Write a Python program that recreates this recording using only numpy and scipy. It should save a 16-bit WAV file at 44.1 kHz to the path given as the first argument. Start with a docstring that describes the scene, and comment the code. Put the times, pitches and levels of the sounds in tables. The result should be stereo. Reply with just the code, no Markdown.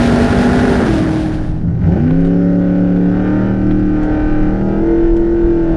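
"""Night at a drag strip. First a V8 pickup runs flat out beside a car, its exhaust pulses roaring through
the rushing air, and shifts up. That fades into the closed cabin of a car rolling to the start, its floor
rumbling. In the next lane a V8 idles with an uneven beat, then revs up and is held at high revs: its low
notes boom through the car's body and its rasp leaks through the glass. Meanwhile the plastic trim ticks
and the car's drive whines faintly."""
import sys
import numpy as np
from scipy import signal
from scipy.fft import rfft, irfft, next_fast_len
from scipy.io import wavfile
from scipy.ndimage import uniform_filter1d

SR = 44100
rng = np.random.default_rng(int(sys.argv[2]) if len(sys.argv) > 2 else 0)


def waveform_to_disk(signal):
    """Save audio, clipped to [-1, 1], as 16-bit WAV at the path in sys.argv[1]."""
    frames = np.transpose(np.atleast_2d(signal))
    scaled = np.clip(frames, -1, 1) * 32767
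    samples = np.round(scaled).astype(np.int16)
    wavfile.write(sys.argv[1], SR, samples)


N = 254016
TIME = np.arange(N) / SR


def from_db(db):
    """Turn decibels into a number to multiply by."""
    return 10 ** (np.asarray(db) / 20)


def rms_one(x):
    """Scale a sound so that its average strength (rms) is 1."""
    return x / np.sqrt(np.mean(x ** 2) + 1e-20)


def even(x):
    """Even out slow changes in loudness, keeping the single beats."""
    power = np.mean(np.atleast_2d(x) ** 2, axis=0)
    return x / np.sqrt(uniform_filter1d(power, size=5000) + 1e-6)


def curve(rows):
    """Join (time_s, value) points with straight lines."""
    return np.interp(TIME, *np.transpose(rows))


def fade_in(start_s, end_s):
    """A straight rise from 0 to 1."""
    return np.clip((TIME - start_s) / max(end_s - start_s, 1e-3), 0, 1)


def swell(middle_s, length_s):
    """A smooth rise from 0 to 1 and back."""
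    return np.cos(np.pi * np.clip((TIME - middle_s) / length_s, -.5, .5)) ** 2


def drift(rate_hz):
    """Smooth random wavering, about 1 in size."""
    pole = np.exp(-80 * np.pi * rate_hz / SR)
    slow = signal.lfilter([1], [1, -2 * pole, pole * pole], rng.standard_normal(N // 40 + 2002))[2000:]
    return np.interp(np.arange(N) / 40, np.arange(len(slow)), rms_one(slow))


def stereo_noise(side_db, size=N):
    """White noise for left and right; the lower side_db, the more alike they are."""
    mid, side = rng.standard_normal((2, size))
    return mid + from_db(side_db) * side * np.array([[1], [-1]])


def colour(x, spectrum):
    """Shape a sound by (pitch_hz, level_db) points, cut steeply past their ends; strength 1."""
    hz, db = np.transpose(spectrum)
    size = next_fast_len(N + SR // 4)
    octave, points = np.log2(np.maximum(np.fft.rfftfreq(size, 1 / SR), 1)), np.log2(hz)
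    beyond = np.abs(octave - np.clip(octave, points[0], points[-1]))
    gain = from_db(np.interp(octave, points, db) - 36 * beyond)
    return rms_one(irfft(rfft(x, size) * gain, size)[..., :N])


def tone(turns):
    """A pure tone of strength 1 that swings once per turn."""
    return np.sqrt(2) * np.sin(2 * np.pi * (turns + rng.random()))


def crank(speed, unsteady):
    """Count the engine cycles turned so far; the speed (cycles per second) trembles slightly."""
    return np.cumsum(speed * (1 + unsteady * drift(18))) / SR


# The eight cylinders, whose two banks fire unevenly: delay_in_firing_gaps, level_db
CYLINDERS = [(0.0013, 7.5), (0.25, -11), (.03, 5), (.16, 0.5), (.1, 1), (0.027, 9.5), (0.046, -4.5),
             (.14, 4)]


def firings(cycles, rough_db):
    """Eight exhaust pulses a cycle, each with its cylinder's strength and some chance."""
    number = np.arange(int(cycles[-1] * len(CYLINDERS)) - 1)
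    delay, db = np.array(CYLINDERS)[number % len(CYLINDERS)].T
    at = np.interp((number + delay) / len(CYLINDERS), cycles, np.arange(N)).clip(0, N - 2)
    strength = from_db(db + rough_db * rng.standard_normal(4000)[:len(at)])
    whole, part = at.astype(int), at % 1   # each pulse is shared between two samples
    return np.bincount(whole, strength * (1 - part), N) + np.bincount(whole + 1, strength * part, N)


def puffs(pulses, decay_s, depth, side_db):
    """Swirling gas: noise that swells with each exhaust pulse."""
    pressure = even(signal.lfilter([1], [1, -np.exp(-1 / (decay_s * SR))], pulses + 1e-18))
    return rms_one(stereo_noise(side_db) * (1 + depth * pressure))


def scatter(pulses, ring_s, side_db):
    """Short echoes smear each pulse; as the vehicles move, three sets of them trade places."""
    age, out = TIME[:SR // 6], 0
    for _ in range(3):
        echoes = stereo_noise(side_db, size=len(age)) * from_db(-60 * age / ring_s)
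        out = out + drift(1.8) * signal.oaconvolve(pulses[None], echoes, axes=1)[:, :N]
    return out


# Loud and quiet spots. An "order" is a tone at that many times the engine's cycle rate.
# middle_s, length_s, order, change_db
STANDING_WAVES = [(.15, .7, 14, 4), (.68, .55, 8, 4.5), (2.03, .2, 13, 5), (2.07, .15, 8, 3),
                  (2.17, .4, 7, -8), (2.3, .5, 11, 5), (2.45, .5, 16, 4), (2.5, .5, 20, -10),
                  (2.55, .6, 13, -5), (2.75, 1.4, 15, 5), (3.05, .4, 16, -7), (3.05, .3, 13, 5),
                  (3.25, .3, 21, 3), (3.25, .35, 41, 5), (3.3, .6, 11, 4), (3.35, .35, 15, -7),
                  (3.42, .45, 16, 5), (3.35, .4, 20, -3), (3.5, .9, 7, 4), (3.55, 1.0, 3, 2.5),
                  (3.55, 1.0, 5, 2.5), (3.75, .5, 9, 5), (3.8, .5, 16, -10), (3.85, 1.0, 2, 7),
                  (3.9, .3, 13, -8), (4.0, .4, 8, 2.5), (4.13, .4, 9, -8), (4.22, .7, 5, -6),
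                  (4.25, .7, 3, -3), (4.4, .3, 17, -9), (4.42, .3, 11, -9), (4.5, .8, 4, 5),
                  (4.5, .5, 32, -8), (4.55, .6, 40, -6), (4.7, .3, 16, 6), (4.72, .5, 9, 4),
                  (5.2, .7, 7, -10), (5.3, .7, 3, -6), (5.7, .5, 5, -9), (5.7, .7, 4, 8),
                  (5.72, .35, 16, 10), (5.72, .35, 19, 10), (5.75, .3, 11, -9)]


def standing_db(order):
    """One order swells or sinks as the car rolls through standing waves between the vehicles."""
    return sum(db * swell(s, length) for s, length, which, db in STANDING_WAVES if which == order)


def overtones(cycles, speed, speeds, orders, wander_db, flutter, spread, entry=lambda order: 1):
    """Exhaust tones whose levels follow engine speed; spread puts left and right out of step."""
    out = 0
    for order, *db in orders:
        level_db = np.interp(speed, speeds, db) + standing_db(order) + wander_db * drift(1.9)
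        angle = 2 * np.pi * (order * cycles + rng.random()) + flutter * drift(22)
        mid = np.sin(angle) * (1 + flutter * drift(8.3))
        side = spread * drift(0.86) * np.cos(angle)
        out = out + np.sqrt(2) * entry(order) * from_db(level_db) * np.array([mid + side, mid - side])
    return out


# The truck pulls, shifts up and settles: time_s, cycles_per_s
RUN_SPEED = [(0.0, 47.6), (.15, 47.7), (.35, 48.5), (.63, 49.6), (.845, 48.0), (.895, 40.8), (.95, 39.9),
             (1.15, 39.4), (1.6, 38.8)]
# The two tones that carry its note, at the two RUN_SPEEDS: order, slow_db, fast_db
DRONE_ORDERS = [(5, -20, -15), (8, -12.2, -26)]
# The tones in its roar, which the pipes favour differently at each speed: order, slow_db, fast_db
ROAR_ORDERS = [(3, -3, -13), (4, -1.5, -8), (7, -2.5, -12), (9, -7, -8), (11, -20, -13.5), (12, -23, -15),
               (14, -15, -12.5), (16, -10.5, -18), (17, -18, -15.5), (27, -40, -22), (29, -28, -16.5),
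               (30, -27, -19), (37, -28, -21), (40, -37, -23)]
# The tone colour of the roar: pitch_hz, level_db
ROAR_COLOUR = [(380, 8), (470, 2.5), (680, 0), (810, -8.5), (1000, -6.5), (1150, -7.5), (1420, -5.5),
               (1600, -4), (1800, -7.5), (2100, -13.5), (2600, -46)]
# The tone colour of the rushing air: pitch_hz, level_db
AIR_COLOUR = [(1290, -28), (2200, 3.5), (5150, -5.5), (8020, -15), (9280, -11.5), (11500, -26),
              (15000, -41), (22000, -120)]
RUN_SPEEDS = (39.8, 47.5)   # cycles per second


def truck_at_speed():
    """An open exhaust across the lane, in rushing air; it stumbles and barks in the gear shift."""
    speed = curve(RUN_SPEED)
    shift = swell(middle_s=.85, length_s=.14)
    cycles = crank(speed, unsteady=0.00214 + .02 * shift)
    pulses = firings(cycles, rough_db=3)
    drone = overtones(cycles, speed, RUN_SPEEDS, DRONE_ORDERS, wander_db=.7, flutter=.07, spread=0)
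    tones = overtones(cycles, speed, RUN_SPEEDS, ROAR_ORDERS, wander_db=.5, flutter=.062, spread=0)
    beats = even(colour(scatter(pulses, ring_s=0.013, side_db=-53), ROAR_COLOUR))
    gas = colour(puffs(pulses, decay_s=0.0014, depth=0.61, side_db=-70.5), ROAR_COLOUR)
    roar = from_db(-20.5) * (from_db(2.5) * tones + from_db(-10.5) * beats + from_db(3.5 * shift) * gas)
    air_gain = from_db(-32 + 1.3 * drift(9.3))
    air = air_gain * colour(puffs(pulses, decay_s=0.002, depth=0.37, side_db=-52), AIR_COLOUR)
    share = outside_share()
    return share ** 0.88 * drone + share * (roar + air)   # the drone lingers a little


# The tone colour of the buffeting: pitch_hz, level_db
BUFFETING_COLOUR = [(20, -18), (35, -13), (55, -2), (110, -5), (190, -4.5), (290, -6), (380, -27.5),
                    (500, -24), (800, -17)]


def buffeting():
    """Deep buffeting, with a low rumble that lingers as the cabin fades in."""
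    rumble = from_db(-14.5) * even(colour(stereo_noise(side_db=-71), BUFFETING_COLOUR))
    return outside_share() ** 0.68 * rumble


def outside_share():
    """Falls from 1 to 0 as the open air gives way to the cabin."""
    return (1 - fade_in(start_s=0.69, end_s=1.694)) ** 1.26


# Swells of low rumble: middle_s, length_s, level_db
RUMBLE_SWELLS = [(1.384, 0.73, -13.5), (2.214, 0.28, -18), (3.78, 0.43, -21), (4.036, 0.34, -24),
                 (4.375, 0.51, -16), (4.844, 0.23, -25.5), (5.111, 0.37, -17), (5.458, 0.15, -17.5),
                 (5.725, 0.22, -24)]
# The tone colour of the floor's rumble: pitch_hz, level_db
FLOOR_COLOUR = [(10, -17), (21, 6), (27, -3), (38, -2), (55, -14.5), (90, -21.5)]
# The tone colour of the tyres: pitch_hz, level_db
TYRE_COLOUR = [(40, -12.5), (70, -5.5), (130, -8.5), (300, -10), (450, -16.5), (750, -25), (1100, -36)]


def rolling():
    """The floor rumbles, in swells and more as the car gathers speed; the tyres give a dull rush."""
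    steady = from_db(-27 + 2.7 * (TIME - TIME.mean()))
    swells = sum(from_db(db) * swell(s, length) for s, length, db in RUMBLE_SWELLS)
    rumble = (steady + swells) * even(colour(stereo_noise(side_db=-31.5), FLOOR_COLOUR))
    tyres = from_db(-27 + 0.84 * drift(4.9)) * colour(stereo_noise(side_db=-27), TYRE_COLOUR)
    return rumble + tyres


def rev_gain(idle_db, open_db, held_db, delay_s):
    """Loudness at idle, rising as the throttle opens, then settling once the engine runs clean."""
    open_s, clean_s = 1.78 + delay_s, 1.96 + delay_s
    opened = fade_in(open_s, open_s + .09)
    settled = fade_in(clean_s, clean_s + .3)
    return from_db(idle_db + (open_db - idle_db) * opened + (held_db - open_db) * settled)


# The tone colour of the thuds heard through the car's body: pitch_hz, level_db
THUD_COLOUR = [(35, -20.5), (62, -1.5), (85, 4), (118, -5.5), (140, -4), (170, 4), (215, -10), (260, -12),
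               (400, -35)]


def idle_thuds(ragged):
    """At low speed the cylinders burn unevenly, so the exhaust thuds and burbles."""
    burble = colour(puffs(ragged, decay_s=0.011, depth=0.86, side_db=-27), THUD_COLOUR)
    return rev_gain(-16.5, -12.5, -29.5, delay_s=-0.0086) * even(colour(ragged, THUD_COLOUR) + burble)


# The tone colour of the rasp: pitch_hz, level_db
RASP_COLOUR = [(720, -13), (850, -6.5), (1000, -11), (1130, -11), (1300, -4), (1490, -1), (1680, -9.5),
               (1880, -9.5), (2300, -18.5), (3000, -22), (5000, -32)]
# The tone colour of the hiss: pitch_hz, level_db
HISS_COLOUR = [(2000, -11.5), (2800, -4), (3600, -10), (4400, -9), (5800, -10), (7000, -17), (9000, -25.5),
               (11500, -35), (15000, -54)]


def exhaust_rasp(pulses, surge_db):
    """Smeared pulses and puffs of gas leak through the glass as a rasp with a hiss on top."""
    beats = even(colour(scatter(pulses, ring_s=0.079, side_db=-11.5), RASP_COLOUR))
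    gas = colour(puffs(pulses, decay_s=0.0062, depth=0.68, side_db=-15.5), RASP_COLOUR)
    hiss = colour(puffs(pulses, decay_s=0.0023, depth=0.36, side_db=-1.5), HISS_COLOUR)
    rasp_gain = rev_gain(-47, -36, -38.5, delay_s=-0.0069) * from_db(surge_db)
    hiss_gain = rev_gain(-56.5, -49.5, -52, delay_s=0) * from_db(0.41 * surge_db)
    return rasp_gain * (beats + from_db(-7.5) * gas) + hiss_gain * hiss


# The cabin's own hollow notes, played 1% below the listed pitch: middle_s, length_s, pitch_hz, level_db
CABIN_BOOMS = [(1.68, .15, 168, -16), (1.77, .15, 116, -17), (1.84, .2, 170, -21), (1.88, .22, 93, -15)]


def cabin_booms():
    """As the engine picks up, its beats set the cabin ringing in short booms."""
    return sum(from_db(db) * swell(s, length) * tone(0.99 * hz * TIME)
               for s, length, hz, db in CABIN_BOOMS)


# The tone colour of the throttle's bark: pitch_hz, level_db
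BARK_COLOUR = [(290, 11), (390, 6), (470, -6.5), (570, 0), (700, -6.5), (780, 1), (850, -9.5), (950, -16)]


def throttle_bark(ragged, surge_db):
    """Ragged puffs of gas bark out as the throttle opens."""
    bark = even(colour(puffs(ragged, decay_s=0.004, depth=0.7, side_db=-13.5), BARK_COLOUR))
    return rev_gain(-37, -19.5, -40, delay_s=.022) * from_db(surge_db) * bark


def tone_entry(order):
    """Clean tones rise out of the burble, the low ones first and the high ones last."""
    start_s = 1.83 + .011 * order
    return fade_in(start_s, start_s + .11)


# The low tones that boom through the car's body: order, level_db
BOOM_ORDERS = [(3, -1.8), (5, 0.15), (7, -10.5), (8, 0.55), (9, -14.5)]
# How strongly the cabin carries each pitch: pitch_hz, level_db
CABIN_RESPONSE = [(60, -28), (88, -23.5), (105, -25.5), (115, -21), (127, -36), (137, -14), (180, -13),
                  (190, -18.5), (199, -15.5), (208, -27.5), (245, -16.5), (266, -17.5), (286, -17),
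                  (298, -20.5), (304, -14.5), (308.5, -29), (317, -21), (334, -13), (345, -13.6),
                  (360, -10.5), (380, -19)]


def body_boom(cycles, speed):
    """Each low tone swells and sinks as it crosses pitches the cabin favours or swallows."""
    hz, response_db = np.transpose(CABIN_RESPONSE)
    out = 0
    for order, db in BOOM_ORDERS:
        level_db = db + np.interp(order * speed, hz, response_db) + standing_db(order) + .5 * drift(5)
        out = out + tone_entry(order) * from_db(level_db) * tone(order * cycles)
    return out * (1 + .05 * drift(12))


# The tones of the held engine, at the three HELD_SPEEDS: order, slow_db, medium_db, fast_db
HELD_ORDERS = [(2, -8.5, -4, -3.5), (4, -13, -8.5, -4.5), (6, -17, -12, -10), (10, -10, -14, -10),
               (11, -1.5, -11, 1.5), (12, -15, -7.5, -17.5), (13, -5, -11.5, -18.5), (14, -14, -9, -12),
               (15, -8, -10.5, -13.5), (16, -4.5, -12, -18), (17, -21.5, -12, -12), (19, -16, -15, -28),
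               (20, -16, -11, -22), (21, -18.5, -10.5, -15), (22, -14, -20, -19.5), (24, -19, -17, -27),
               (32, -30, -18.5, -28), (36, -30, -19.5, -28), (40, -25, -15, -37), (41, -16.5, -21, -36),
               (50, -34, -24, -34)]
HELD_SPEEDS = (35.9, 38.0, 42.84)   # cycles per second


def held_note(cycles, speed, note_db, rasp_db):
    """Under throttle the pulses merge into tones, which roughen whenever the exhaust swells."""
    flutter = .11 + .025 * np.maximum(note_db + rasp_db, 0)
    tones = overtones(cycles, speed, HELD_SPEEDS, HELD_ORDERS,
                      wander_db=1.4, flutter=flutter, spread=.2, entry=tone_entry)
    return from_db(-27.5 + note_db) * tones


# The engine revs up from idle: time_s, cycles_per_s
REV_UP = [(1.4, 14.0), (1.72, 14.5), (1.8, 15.8), (1.88, 19.3), (1.93, 23.2), (1.98, 27)]
# It is held high and raised in two steps: time_s, cycles_per_s
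HIGH_REVS = [(2.03, 29.7), (2.07, 31.5), (2.19, 34.1), (2.33, 35.3), (2.71, 36.1), (3.07, 35.9),
             (3.19, 37.1), (3.47, 38.7), (3.67, 38.1), (4.49, 38.1), (4.74, 39.6), (4.88, 41.7),
             (4.95, 41.9), (5.38, 42.4), (5.5, 42.4), (5.74, 40.9)]
# The exhaust swells or sinks for a moment: middle_s, length_s, note_db, rasp_db
SURGES = [(3.332, 0.71, 2, 5.5), (3.836, 0.81, -4, 0), (4.067, 0.41, 3.5, 3.5), (4.34, 0.94, 1, 4),
          (4.866, 0.78, 3.5, 1.5), (5.75, 0.36, 3, 1.5)]
# How much louder the truck is on the left: time_s, left_minus_right_db
BALANCE = [(1.6, 0.4), (2.2, 0.5), (3.2, 0.5), (3.7, -0.5), (4.2, 0), (4.7, 1.6), (5.76, 1.5)]


def truck_from_cabin():
    """The V8 in the next lane, heard from inside; it is on the left, so that ear hears it sooner."""
    speed = curve([*REV_UP, *HIGH_REVS])
    note_db, rasp_db = sum(np.outer(db, swell(s, length)) for s, length, *db in SURGES)
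    cycles = crank(speed, unsteady=0.0013)
    ragged, pulses = firings(cycles, rough_db=1.6), firings(cycles, rough_db=1.2)
    exhaust = idle_thuds(ragged) + exhaust_rasp(pulses, rasp_db)
    revving = cabin_booms() + throttle_bark(ragged, rasp_db)
    held = body_boom(cycles, speed) + held_note(cycles, speed, note_db, rasp_db)
    left, right = exhaust + revving + held
    right = np.interp(TIME - .00008, TIME, right)
    lean = from_db(curve(BALANCE) / 2)
    return np.array([left * lean, right / lean])


# Ticks of the trim, each falling 60 dB in ring_s: start_s, knock_db, clack_db, grit_db, ring_s
TICKS = [(2.107, -26, -38, -61, .042), (2.204, -39, -52, -54, .06), (2.247, -36, -40, -49, .08),
         (2.268, -46, -50, -53, .09), (2.961, -32, -41, -57, .05), (3.708, -31.5, -39, -55, .07),
         (3.793, -39, -52, -55, .04), (4.028, -34, -48, -49, .1), (5.165, -40, -47, -47, .06)]


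def trim_ticks():
    """Plastic trim slips: a hollow knock, a clack and a gritty bright edge die away together."""
    levels = np.zeros((3, N))
    for start_s, *db, ring_s in TICKS:
        decay = from_db(-60 * np.clip((TIME - start_s) / ring_s, 0, 3))
        levels += np.outer(from_db(db), fade_in(start_s, start_s + .0013) * decay)
    knock = colour(stereo_noise(side_db=-12.5), [(700, 0), (1500, 0), (2400, -5)])
    clack = colour(stereo_noise(side_db=-12.5), [(2400, -2), (3500, 0), (4500, -12)])
    crackle = stereo_noise(side_db=-12) * from_db(3 * drift(250))
    grit = colour(crackle, [(4000, 4), (7300, 3), (9500, -4), (13000, -22)])
    return levels[0] * knock + levels[1] * clack + levels[2] * grit


# Whines of the car's drive: middle_s, length_s, pitch_hz, glide_hz_per_s, wobble_hz, level_db
WHINES = [(2.4, .55, 5350, 0, 300, -64), (3.7, .3, 5400, 0, 110, -65), (5.35, .5, 7150, 950, 25, -73)]


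def drive_whines():
    """Thin, high whines from the drive; an unsteady pitch turns them into a sizzle."""
    out = 0
    for s, length, hz, glide, wobble_hz, db in WHINES:
        pitch_hz = hz + glide * np.clip(TIME - s, -length, length) + wobble_hz * drift(200)
        out = out + from_db(db) * swell(s, length) * tone(np.cumsum(pitch_hz) / SR)
    return out


def scene():
    """The open air comes first; the cabin fades in as it fades out."""
    outside = truck_at_speed() + buffeting()
    cabin = rolling() + truck_from_cabin() + trim_ticks() + drive_whines()
    return outside + (1 - outside_share()) ** 3.9 * cabin


def record(dry):
    """Round off the tallest peaks and cut the very highest treble."""
    ceiling, cutoff_hz = .85, 15800
    rounded = dry / (1 + (dry / ceiling) ** 8) ** (1 / 8)
    return signal.sosfilt(signal.cheby2(12, 70, cutoff_hz, fs=SR, output="sos"), rounded)


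dry = scene()
out = record(dry)
waveform_to_disk(out)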